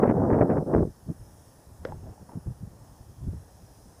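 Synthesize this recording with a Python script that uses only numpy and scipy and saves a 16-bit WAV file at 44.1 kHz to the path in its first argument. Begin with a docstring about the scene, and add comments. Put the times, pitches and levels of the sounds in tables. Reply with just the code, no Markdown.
"""Wind by a parked tractor

In a field, engine off. A gust buffets the microphone with roar, flutter and slapping eddies and dies
within the first second; after that, single puffs of a light breeze thump on it. Someone at the controls
makes one sharp, ringing click, then handles them softly. Faint open air and recorder hiss lie underneath."""
import sys
import numpy as np
from scipy import signal
from scipy.fft import rfft, irfft, next_fast_len
from scipy.io import wavfile
from scipy.ndimage import uniform_filter1d, map_coordinates

SR = 44100
rng = np.random.default_rng(int(sys.argv[2]) if len(sys.argv) > 2 else 0)


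def digitize_waveform(pressure):
    """Quantize a signal to 16-bit integers and store it at the path in sys.argv[1].

    Rows of a 2-D input are taken as channels; values are limited to [-1, 1].
    """
    field = np.atleast_2d(pressure).T
    bounded = np.clip(field, -1, 1)
    quanta = np.round(bounded * 32767).astype(np.int16)
    wavfile.write(sys.argv[1], SR, quanta)


N = 176400

# colour of the open air: f/Hz, level/dB
AIR_SPECTRUM = [(20, -14), (100, 0), (250, -1), (400, -2.5), (620, -1.5), (850, -3.5), (1000, -6),
                (1300, -13), (1850, -15), (2200, -32), (4000, -39.5), (8000, -80)]
# colour of the recorder's hiss: f/Hz, level/dB
HISS_SPECTRUM = [(500, -17), (3300, -9), (3700, -9.5), (4400, -9.5), (4800, -6), (5220, 0), (5650, -2.5),
                 (6400, -3), (7300, -6.5), (9200, -3), (9900, -4.5), (10700, -1.5), (11500, -7),
                 (14400, -11.5), (15400, -8)]
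# drift of the hiss below and above its split: t/s, lower level/dB, upper level/dB
HISS_DRIFT = [(.4, -65.5, -65.5), (1.4, -63.5, -62), (2.1, -64.5, -64.5), (2.9, -64.5, -63.5),
              (3.7, -62, -63)]
# swells of the light breeze: t/s, level/dB
BREEZE_ENVELOPE = [(.95, -55), (1.13, -52), (1.24, -43), (1.38, -55), (1.66, -56.5), (1.79, -43.5),
                   (1.9, -40.5), (2.08, -43), (2.15, -52), (2.42, -52.5), (2.56, -44), (2.73, -50),
                   (3.0, -53), (3.42, -48), (3.56, -53.5), (3.7, -53), (3.87, -51), (4, -55.5)]
# colour of its rumble: f/Hz, level/dB
RUMBLE_SPECTRUM = [(20, 7.5), (70, 1), (110, -2.5), (160, -10.5), (250, -17.5), (400, -25), (900, -59),
                   (2000, -120)]
# puffs of wind: t/s, half-length/s, level/dB, resonance f/Hz
WIND_PUFFS = [(.428, 0.0065, -19.5, 99.5), (0.792, .018, -22.5, 145), (1.071, 0.0065, -39.5, 160),
              (1.102, 0.013, -27.5, 251), (1.937, 0.0064, -34.5, 75), (2.094, 0.013, -38, 89.5),
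              (2.22, 0.013, -44, 142), (2.37, 0.012, -30.5, 160), (2.479, 0.0099, -26, 110),
              (2.508, 0.013, -33, 99), (2.634, 0.012, -33, 108), (2.677, 0.0073, -39, 131),
              (3.01, 0.0051, -41, 112), (3.241, 0.021, -34, 100), (3.28, 0.0089, -24.5, 106),
              (3.33, 0.04, -33.5, 92)]
# hands rubbing on the controls: t/s, half-length/s, level/dB
HAND_RUBS = [(1.897, 0.043, -45.5), (2.086, 0.044, -49.5), (2.216, 0.015, -55.5), (2.293, 0.0033, -45.5),
             (2.333, 0.026, -47)]
# colour of the rubbing: f/Hz, level/dB
RUB_SPECTRUM = [(100, -6.5), (300, 2.5), (600, -5), (950, -10), (1300, -21), (1900, -26.5), (2400, -41),
                (5500, -44), (8000, -78)]
# contacts at the controls: t/s, ring level/dB, ring f/Hz, snap level/dB
CONTACTS = [(1.852, -20, 488, -31), (1.854, -43, 530, -41), (1.862, -34, 570, -53), (1.871, -37, 560, -51),
            (1.8875, -34, 630, -52), (1.9219, -29, 855, -58), (1.927, -42, 945, -70),
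            (2.072, -39, 630, -62), (2.178, -43.5, 830, -71), (2.293, -46, 955, -64),
            (2.319, -40.5, 840, -62)]
# colour of a contact's snap: f/Hz, level/dB
SNAP_SPECTRUM = [(200, -13), (900, 0), (1800, 6), (2300, -17), (3700, -14), (4400, -26), (5400, -11),
                 (6200, -23), (7500, -48), (12000, -70)]
# brief hoots in the gust: t/s, half-length/s, level/dB, f/Hz
GUST_HOOTS = [(0.034, 0.0033, -10, 447), (0.056, 0.0041, -18, 579.4)]
# single eddies slapping the microphone port: t/s, level/dB, half-width/ms
EDDY_SLAPS = [(0.0288, -15, .45), (.098, -16, 0.41), (0.163, -21, 1.1), (0.2392, -12.5, 0.6),
              (0.3038, -9.5, 0.44), (.388, -15, 0.39), (.502, -12.5, 0.4), (.572, -10, 0.53),
              (.7395, -15, 0.35), (0.7497, -6, 0.46), (0.7641, -8.5, 0.59), (0.773, -12.5, 1.05),
              (0.7825, -11, 0.67), (0.807, -14, 1.27), (0.8304, -14.5, 0.74), (1.093, -26, 1.1),
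              (2.471, -31, 0.7), (3.336, -23, 1.76)]
# surges of the gust: t/s, body level/dB, flutter level/dB
GUST_ENVELOPE = [(0.0, -20.5, -48.5), (0.01, -30.5, -57.5), (0.032, -17.5, -33), (0.058, -23, -41.5),
                 (0.104, -17.5, -32.5), (0.138, -27, -58), (0.176, -22, -48), (0.218, -22, -52),
                 (0.264, -24.5, -57), (0.295, -23, -56.5), (0.328, -17.5, -40), (0.358, -22.5, -38.5),
                 (0.368, -20, -56), (0.398, -24.5, -51), (0.41, -15.5, -32), (0.43, -17.5, -39.5),
                 (0.478, -29.5, -64.5), (0.508, -19, -38), (0.54, -25, -44), (0.56, -26, -60.5),
                 (0.584, -20.5, -40.5), (0.598, -27.5, -63), (0.66, -29, -60.5), (0.73, -27.5, -75),
                 (0.738, -18, -37), (0.755, -22.5, -59.5), (0.785, -21, -45.5), (0.828, -22, -55),
                 (0.862, -30.5, -69.5), (0.886, -35, -86), (0.96, -65, -79)]
# how fast the eddies pass the port: t/s, relative speed
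SWEEP_SPEED = [(0, 1.16), (.19, .95), (.31, 1.07), (.43, 1), (.57, 0.98), (.64, 0.77), (.69, 0.93),
               (.735, 0.98), (.76, 0.79), (.83, 0.67), (.87, 0.63), (.91, 0.2)]
# colour of the turbulence at speed 1: f/Hz, level/dB
TURBULENCE_SPECTRUM = [(20, -14), (100, 1), (170, 1.5), (300, 1.5), (480, -2.5), (700, -6), (900, -12),
                       (1120, -21), (1800, -35), (2600, -72), (4000, -120)]
# colour of the treble it tears off the port: f/Hz, level/dB
FLUTTER_SPECTRUM = [(300, -36), (700, 3.5), (1100, 0), (1550, -3.5), (1950, -8.5), (2400, -19.5),
                    (3000, -30), (3600, -51), (6000, -120)]

LOW_CUT_HZ, TOP_HZ = 72, 15550  # the microphone's bass roll-off; the recorder's band limit
TIME = np.arange(N) / SR


def amp(db):
    """Decibels to gain."""
    return 10 ** (np.asarray(db) / 20)


def unit(x):
    """Scale to rms 1."""
    return x / np.sqrt(np.mean(x ** 2) + 1e-20)


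def curves(rows):
    """One envelope for each column after the time."""
    times, *columns = np.transpose(rows)
    return [np.interp(TIME, times, column) for column in columns]


def wobble(rate):
    """A smooth random curve, rate knots a second."""
    return map_coordinates(rng.standard_normal(4096), [TIME * rate], mode="wrap")


def swell(at_s, half_s):
    """A bell-shaped rise and fall around a moment."""
    return np.exp(-.5 * ((TIME - at_s) / half_s) ** 2)


def filtered(x, response):
    """Filter x by a function of frequency."""
    size = next_fast_len(N + SR // 4)
    return irfft(rfft(x, size) * response(np.fft.rfftfreq(size, 1 / SR)), size)[:N]


def coloured(x, spectrum):
    """Shape x with an EQ curve of (Hz, dB) points."""
    f, db = np.transpose(spectrum)
    return filtered(x, lambda hz: amp(np.interp(np.log(hz + 1), np.log(f + 1), db)))


def noise(spectrum):
    """Coloured noise of rms 1."""
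    return unit(coloured(rng.standard_normal(N), spectrum))


def varispeed(x, speed):
    """Loop through x at a changing speed: faster is higher."""
    return map_coordinates(x, [np.cumsum(speed)], mode="wrap")


def even(x, span_s):
    """Hold a noise near rms 1 over every short span."""
    window = np.hanning(int(span_s * SR) + 3)
    power = signal.fftconvolve(x * x, window / window.sum(), "same")
    return x / np.sqrt(np.abs(power) + 1e-12)


def patchy(x, depth_db):
    """Let narrow bands of a noise drift slowly in level."""
    bands = signal.stft(x, nperseg=512)[2]
    drift = uniform_filter1d(rng.standard_normal(bands.shape), size=5, axis=0)
    drift = unit(uniform_filter1d(drift, size=40, axis=1))
    return unit(signal.istft(bands * amp(depth_db * drift), nperseg=512)[1][:N])


def port(x):
    """The microphone loses the deepest part of the wind's pressure."""
    def low_cut(hz):
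        s = 1j * hz / LOW_CUT_HZ
        return s ** 2 / (1 + 1.2 * s + s ** 2) * s / (0.5 + s)
    return filtered(x, low_cut)


def open_air(level_db=-59):
    """A distant bed of air, gently breathing."""
    return amp(level_db + 0.74 * wobble(5.16)) * patchy(noise(AIR_SPECTRUM), depth_db=1.0)


def recorder_hiss(split_hz=5900, whine_hz=12897, whine_db=-89):
    """Faint hiss, drifting in two bands, with a thin steady whine."""
    lower_db, upper_db = curves(HISS_DRIFT)
    hiss = patchy(noise(HISS_SPECTRUM), depth_db=1.6)
    lower = filtered(hiss, lambda hz: hz < split_hz)
    whine = unit(np.sin(2 * np.pi * whine_hz * TIME))
    return amp(lower_db) * lower + amp(upper_db) * (hiss - lower) + amp(whine_db) * whine


def breeze(trim_db=-2.0, unsteady_db=3.5):
    """The low, uneven rumble of light air on the microphone."""
    level_db, = curves(BREEZE_ENVELOPE)
    rumble = even(port(noise(RUMBLE_SPECTRUM)), span_s=0.2)
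    return rumble * amp(level_db + trim_db + unsteady_db * wobble(28.27))


def puffs(q=1.6, muffle_hz=200):
    """Short parcels of turbulence thump on the microphone, each around its own pitch."""
    out = np.zeros(N)
    for at_s, half_s, db, pitch_hz in WIND_PUFFS:
        def thump(hz):
            return 1 / (1 + 1j * hz / pitch_hz / q - (hz / pitch_hz) ** 2) / (1 + 1j * hz / muffle_hz)
        air = port(filtered(rng.standard_normal(N), thump))
        out += amp(db) * swell(at_s, half_s) * even(air, span_s=0.038)
    return out


def rubbing():
    """Hands brush the controls in soft, grainy strokes."""
    strokes = sum(amp(db) * swell(at_s, half_s) for at_s, half_s, db in HAND_RUBS)
    return strokes * noise(RUB_SPECTRUM) * unit(amp(1.9 * wobble(140)))


def clicks(ring_t60_s=0.032, clack_hz=1420, clack_over_snap_db=6.5, clack_t60_s=0.0042,
           snap_t60_s=0.012, tail_db=-24, tail_t60_s=0.27):
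    """Each contact snaps and rings briefly in a damped part; the lever's upper mode adds a clack."""
    rings, snaps = np.zeros(N), np.zeros(N)
    for at_s, ring_db, ring_hz, snap_db in CONTACTS:
        t = np.maximum(TIME - at_s, 0)
        ring = amp(ring_db - 60 * t / ring_t60_s) * np.sin(2 * np.pi * ring_hz * t)
        clack = amp(snap_db + clack_over_snap_db - 60 * t / clack_t60_s) * np.sin(2 * np.pi * clack_hz * t)
        attack = 1 - np.exp(-t / 0.00029)
        rings += (ring + clack) * attack
        t = TIME - at_s + 0.00089  # the snap just leads the ring
        decay = amp(-60 * np.abs(t) / snap_t60_s) + amp(tail_db - 60 * np.abs(t) / tail_t60_s)
        snaps += amp(snap_db) * (t > 0) * decay * even(noise(SNAP_SPECTRUM), span_s=0.0042)
    return rings + filtered(snaps, lambda hz: 1 / (1 + (hz / 6500) ** 12))


def hoots():
    """For a few cycles the rushing air settles on one pitch."""
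    return sum(amp(db) * swell(at_s, half_s) * np.sin(2 * np.pi * (hz * TIME + rng.random()))
               for at_s, half_s, db, hz in GUST_HOOTS)


def slaps(push_width=0.9, suction_width=0.58):
    """Each eddy is a crested push, then a rounder suction; the wider it is, the duller its edge."""
    out = np.zeros(N)
    for at_s, db, half_ms in EDDY_SLAPS:
        half_s = half_ms / 1000
        push = np.exp(-np.abs(TIME - at_s + half_s) / (half_s * push_width))
        suction = swell(at_s + half_s, half_s * suction_width)
        edge_hz = 1350 / half_ms ** 0.44

        def band(hz):
            return hz / np.hypot(hz, LOW_CUT_HZ) / np.sqrt(1 + (hz / edge_hz) ** 10)
        out += amp(db) * filtered(push - suction, band)
    return out


def gust(trim_db=0.18, lumpy_db=3.0, ragged_db=2.2, base_tears_per_s=1300, db_per_octave=65):
    """Eddies sweep over the port: slower ones roar deeper, and the hardest tear off in a flutter."""
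    body_db, flutter_db = curves(GUST_ENVELOPE)
    speed, = curves(SWEEP_SPEED)
    roar = port(varispeed(noise(TURBULENCE_SPECTRUM), speed))
    lumps = wobble(170)
    body = even(roar * amp(lumpy_db * lumps), span_s=0.027) * amp(body_db + trim_db)
    impulses = (rng.random(N) < base_tears_per_s / SR) * rng.standard_normal(N)
    tear_speed = 2 ** ((flutter_db + 37) / db_per_octave)  # louder is brighter and denser
    tears = varispeed(coloured(impulses, FLUTTER_SPECTRUM), tear_speed)
    flutter = even(tears * amp(ragged_db * lumps), span_s=0.076) * amp(flutter_db)
    fade_out = np.clip((GUST_ENVELOPE[-1][0] - TIME) / 0.042, 0, 1)
    lull = amp(-16 * swell(at_s=0.652, half_s=0.0079))  # it falters before the last surge
    return (body + flutter) * fade_out * lull


def scene():
    """Mono mix of wind on the microphone, the controls and the quiet bed."""
    wind = gust() + breeze() + puffs() + slaps() + hoots()
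    controls = clicks() + rubbing()
    return (wind + controls + open_air() + recorder_hiss())[None]


def record(dry):
    """The recorder keeps nothing above its band limit."""
    return filtered(dry[0], lambda hz: hz < TOP_HZ)[None]


dry = scene()
out = record(dry)
digitize_waveform(out)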